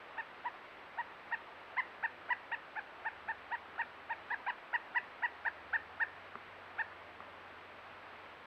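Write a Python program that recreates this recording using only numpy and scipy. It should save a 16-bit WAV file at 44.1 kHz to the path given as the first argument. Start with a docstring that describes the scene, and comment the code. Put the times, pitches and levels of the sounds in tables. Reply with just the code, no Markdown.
"""Short, arched woodpecker calls ring out close by, with a few knocks, over a running creek and a far drone.
Each call is a stack of five harmonics whose pitch sweeps up and down; the knocks ring the modes of dead wood.
Trunks throw the bird's sounds back as echoes and a faint tail. The creek is shaped noise with ringing bubbles,
the engine is a set of wavering sines, and the trail camera adds a thin whine and hiss."""
import sys
import numpy as np
from scipy import signal
from scipy.fft import rfft, irfft
from scipy.io import wavfile
from scipy.ndimage import uniform_filter1d

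SR = 44100
rng = np.random.default_rng(int(sys.argv[2]) if len(sys.argv) > 2 else 0)


def generate_wav(signal):
    """Clip the signal to [-1, 1] and save it as 16-bit WAV at the path in sys.argv[1]."""
    frames = np.transpose(np.atleast_2d(signal))
    scaled = np.clip(frames, -1, 1) * 32767
    pcm = np.round(scaled).astype(np.int16)
    wavfile.write(sys.argv[1], SR, pcm)


N = 373086  # length of the scene in samples
TIME = np.arange(N) / SR  # seconds


def amp(db):
    """Turns decibels into a gain."""
    return 10 ** (np.asarray(db) / 20)


def unit(x):
    """Scales a signal to an rms level of 1."""
    return x / np.sqrt(np.mean(x ** 2) + 1e-20)


def bump(x, centre, width):
    """A bell curve of height 1."""
    return np.exp(-((x - centre) / width) ** 2)


def along(points, hz):
    """Reads a (frequency, value) table at any frequency, on a log-frequency axis."""
    point_hz, value = np.transpose(points)
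    return np.interp(np.log(hz + 1), np.log(point_hz), value)


def add(mix, start_s, sound):
    """Mixes a sound in at a given time, cutting off what runs past the end."""
    part = mix[round(start_s * SR):][:len(sound)]
    part += sound[:len(part)]


def wander(rate_hz):
    """A random curve of rms 1: noise whose spectrum fades out above about rate_hz."""
    hz = np.fft.rfftfreq(N, 1 / SR)
    spectrum = rfft(rng.standard_normal(N))
    return unit(irfft(spectrum * np.exp(-(hz / rate_hz) ** 2), N))


def tone(hz, db):
    """A sine from a random starting phase; its pitch and rms level may be curves."""
    turns = np.cumsum(hz * np.ones(N)) / SR + rng.random()
    return np.sqrt(2) * amp(db) * np.sin(2 * np.pi * turns)


def whine(whine_hz=7788.4, level_db=-94.5, frames_per_s=59.45, count=5):
    """A thin electronic tone whose sign flips with each picture frame, which spreads it into close lines."""
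    odd = 1 + 2 * np.arange(count)  # a few odd harmonics make a softened square wave
    flips = sum(np.sin(np.pi * k * frames_per_s * TIME) / k for k in odd)
    return tone(whine_hz, level_db) * unit(flips)


def engine(low_hz=74.0, high_hz=93.3, low_db=-1, high_db=0.0, waver=.004):
    """A far drone: sines whose pitches waver together, two of them fading in and out."""
    # steady tones: (frequency [Hz], rms level [dB])
    steady = [(44, -86.5), (149, -88.5)]
    # fading tones, before low_db and high_db are added: (time [s], low tone [dB], high tone [dB])
    swell = [(0.0, -82, -84), (0.04, -90, -79), (0.35, -84, -86), (1.08, -83, -76.5), (1.39, -89, -79),
             (2.17, -82.5, -77), (2.31, -92, -76), (2.87, -80, -86), (3.25, -71.5, -75), (4.0, -80, -76.5),
             (4.15, -75, -74), (4.64, -86.5, -87), (5.75, -69, -72.5), (6.6, -92, -71), (7.0, -78, -71),
             (8.2, -83, -74), (8.41, -78, -78), (8.46, -84, -85)]
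    speed = 1 + waver * wander(2)
    s, low_swell, high_swell = np.transpose(swell)
    low = tone(low_hz * speed, low_db + np.interp(TIME, s, low_swell))
    high = tone(high_hz * speed, high_db + np.interp(TIME, s, high_swell))
    return low + high + sum(tone(hz * speed, db) for hz, db in steady)


def creek(level_db=-53, patchy_db=0.4, swell_db=0.26):
    """Running water some way off: shaped noise with small drifting patches and a slight swell."""
    # shape of the wash, only relative: (frequency [Hz], level per Hz [dB])
    wash_shape = [(25, -26.5), (60, -16.5), (130, -14), (250, -7), (450, -3), (800, -0.5), (1250, -0.5),
                  (2000, -4), (2800, -9.5), (4000, -19), (5200, -27), (6500, -31), (8000, -37.5),
                  (15000, -57.5)]
    frames, hz = N // 256 + 5, np.fft.rfftfreq(1024, 1 / SR)
    real, imaginary, patches = rng.standard_normal((frames, len(hz), 3)).T
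    patches = uniform_filter1d(patches, size=9, axis=0)  # smooth over frequency
    patches = unit(uniform_filter1d(patches, size=10, axis=1))  # smooth over time
    gain = amp(along(wash_shape, hz)[:, None] + patchy_db * patches)
    spectrum = (real + 1j * imaginary) * gain
    wash = signal.istft(spectrum, nperseg=1024, noverlap=768)[1][:N]
    return amp(level_db + swell_db * wander(3.4)) * unit(wash)


def bubbles(level_db=-66, per_s=5, low_hz=550, high_hz=2300, cycles=9, glide=0.073):
    """Small bubbles in the riffle: each rings briefly and rises in pitch."""
    out = np.zeros(N)
    for hz in np.geomspace(low_hz, high_hz, 20):  # 20 bubble sizes, each with per_s pops a second
        turns = hz * np.arange(SR // 20) / SR
        ring = np.sin(2 * np.pi * turns * (1 + glide * turns / cycles / 2))
        ring *= np.exp(-turns / cycles) * (1 - np.exp(-turns))  # soft start, then dying away
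        pops = (rng.random(N) < per_s / SR) * rng.random(N) ** 2  # mostly weak pops
        out += signal.oaconvolve(pops, ring)[:N]
    return amp(level_db) * unit(out)


def forest(x, tail_db=-20, scatter_hz=1300, count=4):
    """A few single echoes from near trunks, then a faint scattered tail that changes as the bird moves about."""
    # echoes from near trunks and the bank: (delay [s], level [dB])
    trunks = [(.0093, -21), (.0148, -17), (.0215, -23), (.031, -32.5)]
    # how long the tail rings among the trees: (frequency [Hz], time to fall by 60 dB [s])
    ring_times = [(300, 0.33), (900, 0.55), (1900, 0.51), (4000, 0.12), (8000, .2)]
    x = signal.lfilter(*signal.butter(1, scatter_hz, "high", fs=SR), x)  # thin trunks throw back little bass
    # each tail starts as one second of random reflections, about 2000 of them
    taps = rng.standard_normal((count, SR)) * (rng.random((count, SR)) < 2000 / SR)
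    hz, t, z = signal.stft(taps, SR, nperseg=256)
    decay = amp(-60 * t / along(ring_times, hz)[:, None])
    tails = signal.istft(z * decay * (t > .008), SR, nperseg=256)[1]
    # the bird's sound drifts between the tails
    shares = np.array([wander(1.1) for _ in tails])
    shares /= np.linalg.norm(shares, axis=0)
    out = amp(tail_db) * sum(signal.fftconvolve(x * share, tail / np.linalg.norm(tail))[:N]
                             for share, tail in zip(shares, tails))
    for delay, db in trunks:
        add(out, delay, amp(db) * x)
    return out


def knocks(contact_s=0.0011):
    """The bill strikes soft dead wood, whose modes die at once."""
    # strikes: (time [s], gain [dB])
    strikes = [(6.3547, -27), (7.204, -32), (8.132, -40)]
    # modes of the dead branch: (frequency [Hz], relative level [dB], time to fall by 60 dB [s])
    branch = [(236, -20.5, 0.069), (397, -16.5, 0.042), (796, -11, .015), (1180, 4, 0.01),
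              (1330, -4.5, 0.012), (1930, -11, 0.016)]
    out, t = np.zeros(N), np.arange(SR // 8) / SR
    ring = sum(amp(db - 60 * t / t60) * np.sin(2 * np.pi * hz * t) for hz, db, t60 in branch)
    ring *= 1 - np.exp(-t / contact_s)  # the soft contact rounds the start
    for s, db in strikes:
        add(out, s, amp(db) * ring)
    return out


def call_arch(u, slack, strain, burst):
    """Pitch as a share of the crest pitch: an arch that strain starts higher, holds down and then cracks upwards."""
    arch = 1 - 0.45 * slack + 0.34 * burst
    arch += 0.073 * strain * bump(u, 0, 0.25)  # the crack at the crest
    return arch - 0.06 * strain * bump(u, -.6, 0.28)  # held down until it cracks


def call_voice(hz, u, slack, strength_db, strain, flicker_now):
    """Five harmonics of the pitch, each following the arch; a narrow throat resonance lifts the fifth."""
    # first four harmonics, one row each: (loss at the feet of the arch [dB], dip at the crest [dB],
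    #                                      further dip at full strain [dB], gain from crest to end [dB])
    harmonics = [(22.5, 0, -1, -3), (12.1, 1.5, 11.5, 1.1), (4, 12.5, 3, 3), (4, -1, -1.5, -5.5)]
    crest = bump(u, 0, 0.45)
    first, octave, third, fourth = (
        db - loss_db * slack - (dip_db + strain_db * strain) * crest + lean_db * u
        for db, (loss_db, dip_db, strain_db, lean_db) in zip(strength_db, harmonics))
    # the fifth is faint against the octave, brighter under strain
    fifth = octave - 49 + 9.5 * strain + 5.5 * bump(5 * hz, 4950, 250)
    levels = [first, octave, *([third, fourth, fifth] + flicker_now)]
    phase = 2 * np.pi * np.cumsum(hz) / SR
    return sum(amp(db) * np.sin(k * phase) for k, db in enumerate(levels, 1))


def call_effort(t, u, rise, fall, catch_db, strain, burst):
    """Loudness in dB: quick attack and release, a brief catch before the crest, and pushes under strain."""
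    attack = 1603 * np.maximum(-t - rise, 0)  # dB, at 1603 dB a second
    release = 2400.5 * np.maximum(t - 0.69 * fall, 0)  # dB, at 2400.5 dB a second
    catch = catch_db * bump(u, -0.79, 0.17)
    # strain makes the start harder and swells once more on the way down
    forced = 5 * burst + 5.5 * strain * bump(u, 0.55, 0.13)
    return forced - attack - release - catch


def yelp(row, jitter, shimmer, flicker):
    """One call: the pitch sweeps up to a crest and down again, trembling least at the crest."""
    s, crest_hz, length, *strength_db, catch_db, strain = row
    rise, fall = .44 * length, (1 - .44) * length  # seconds before and after the crest
    # strain trims the lead-in
    t = np.arange(-1.6 * rise * (1 - .19 * strain), 1.7 * fall, 1 / SR)
    u = t / np.where(t < 0, rise, fall)  # -1 one rise before the crest, +1 one fall after it
    now = round(s * SR) + np.arange(len(t))
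    loose = (.5 + np.minimum(u ** 2, 1)) * (1 + 1.4 * strain)  # rougher under strain
    burst = strain * np.maximum(-u - .75, 0)  # extra force at the start
    slack = 1 - np.exp(-abs(u / 1.15) ** 2.62)  # 0 at the crest, near 1 at the feet; flat on top
    hz = crest_hz * call_arch(u, slack, strain, burst) * (1 + loose * jitter[now])
    voice = call_voice(hz, u, slack, strength_db, strain, flicker[:, now])
    effort_db = call_effort(t, u, rise, fall, catch_db, strain, burst) + loose * shimmer[now]
    return s + t[0], voice * amp(effort_db) * signal.windows.tukey(len(t), .16)


def woodpecker(unsteady=0.012, shimmer_db=0.9, flicker_db=3.0, count=3):
    """The run of calls: pitch and strength tremble slightly, and each upper harmonic flickers by itself."""
    # one row a call; levels are starting points that the voice then shapes; a negative catch is a lift:
    # (time of the crest [s], crest pitch [Hz], length [s], fundamental [dB], octave [dB], third harmonic [dB],
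    #  fourth harmonic [dB], depth of the catch in the voice [dB], strain [0-1])
    calls = [(0.1938, 926, 0.042, -39, -36, -44, -64, 2, .05),
             (0.4684, 980, 0.045, -33.5, -40.5, -54, -68, 4, 0.08),
             (0.9987, 962, 0.045, -34, -36.5, -49.5, -72, 5, 0.01),
             (1.334, 941, 0.038, -36, -30.5, -41, -72, 9.5, 0),
             (1.7887, 1032, 0.04, -32, -27.5, -45.5, -63.5, 4.5, 0.23),
             (2.047, 932, 0.034, -34.5, -28.5, -38, -68, 4.5, 0.11),
             (2.315, 983, 0.043, -32, -27.5, -41, -79, 16, 0.21),
             (2.534, 955, 0.037, -37.5, -32.5, -41.5, -69, -2.5, 0),
             (2.78, 867, 0.041, -40, -35.5, -45, -76, -2, 0.29),
             (3.0705, 908, 0.042, -36, -33.5, -45.5, -73, 1.5, 0),
             (3.3016, 916, 0.043, -36, -34, -46, -73, -2.5, 0),
             (3.5364, 950, 0.051, -34.5, -34.5, -47, -66, 0.5, 0.13),
             (3.8036, 934, 0.042, -34, -30, -44.5, -66, 8.5, 0.2),
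             (4.1155, 933, 0.043, -34.5, -35.5, -41.5, -66, 5, 0.09),
             (4.3273, 951, 0.047, -37.5, -29.5, -51, -64.5, -3, .62),
             (4.4878, 956, .046, -33.5, -31, -40.5, -69, 3, .95),
             (4.749, 969, 0.033, -32, -27, -40.5, -68, 9.5, 0),
             (4.969, 981, 0.038, -33, -26, -40.5, -72, 7, 0.06),
             (5.245, 972, .041, -33, -28, -41, -70.5, 6, 0),
             (5.4704, 924, 0.036, -35.5, -26, -44.5, -68, 6, 0.5),
             (5.7503, 919, 0.039, -39, -26, -45, -69, -1, 0.15),
             (6.0205, 925, 0.039, -38.5, -26, -43, -67, 0.5, 0.15),
             (6.8042, 915, 0.04, -38.5, -29.5, -43, -65, 1, 0.14)]
    out = np.zeros(N)
    jitter = unsteady * wander(170)  # share of the pitch; each call scales it
    shimmer = shimmer_db * wander(220)  # dB; each call scales it
    flicker = flicker_db * np.array([wander(47) for _ in range(count)])  # third to fifth harmonic
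    for row in calls:
        add(out, *yelp(row, jitter, shimmer, flicker))
    return out


def scene():
    """The bird among the trees, over the creek and the drone."""
    bird = woodpecker() + knocks()
    return (bird + forest(bird) + creek() + bubbles() + engine())[None]


def record(dry, ceiling=0.19, treble_hz=5200, hiss_db=-85.5, edge_hz=15000):
    """The camera rounds off the loudest calls, dulls the treble, adds its whine and hiss, and limits the band."""
    rounded = ceiling * np.tanh(dry / ceiling)
    rounded *= signal.windows.tukey(N, 256 / N)  # very short fades at both ends
    dull = signal.sosfilt(signal.butter(4, treble_hz, fs=SR, output="sos"), rounded)
    own = whine() + amp(hiss_db) * rng.standard_normal(N)
    lowpass = signal.firwin(511, edge_hz, window=("kaiser", 9), fs=SR)
    return signal.oaconvolve(dull + own, lowpass[None], "same")


dry = scene()
out = record(dry)
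generate_wav(out)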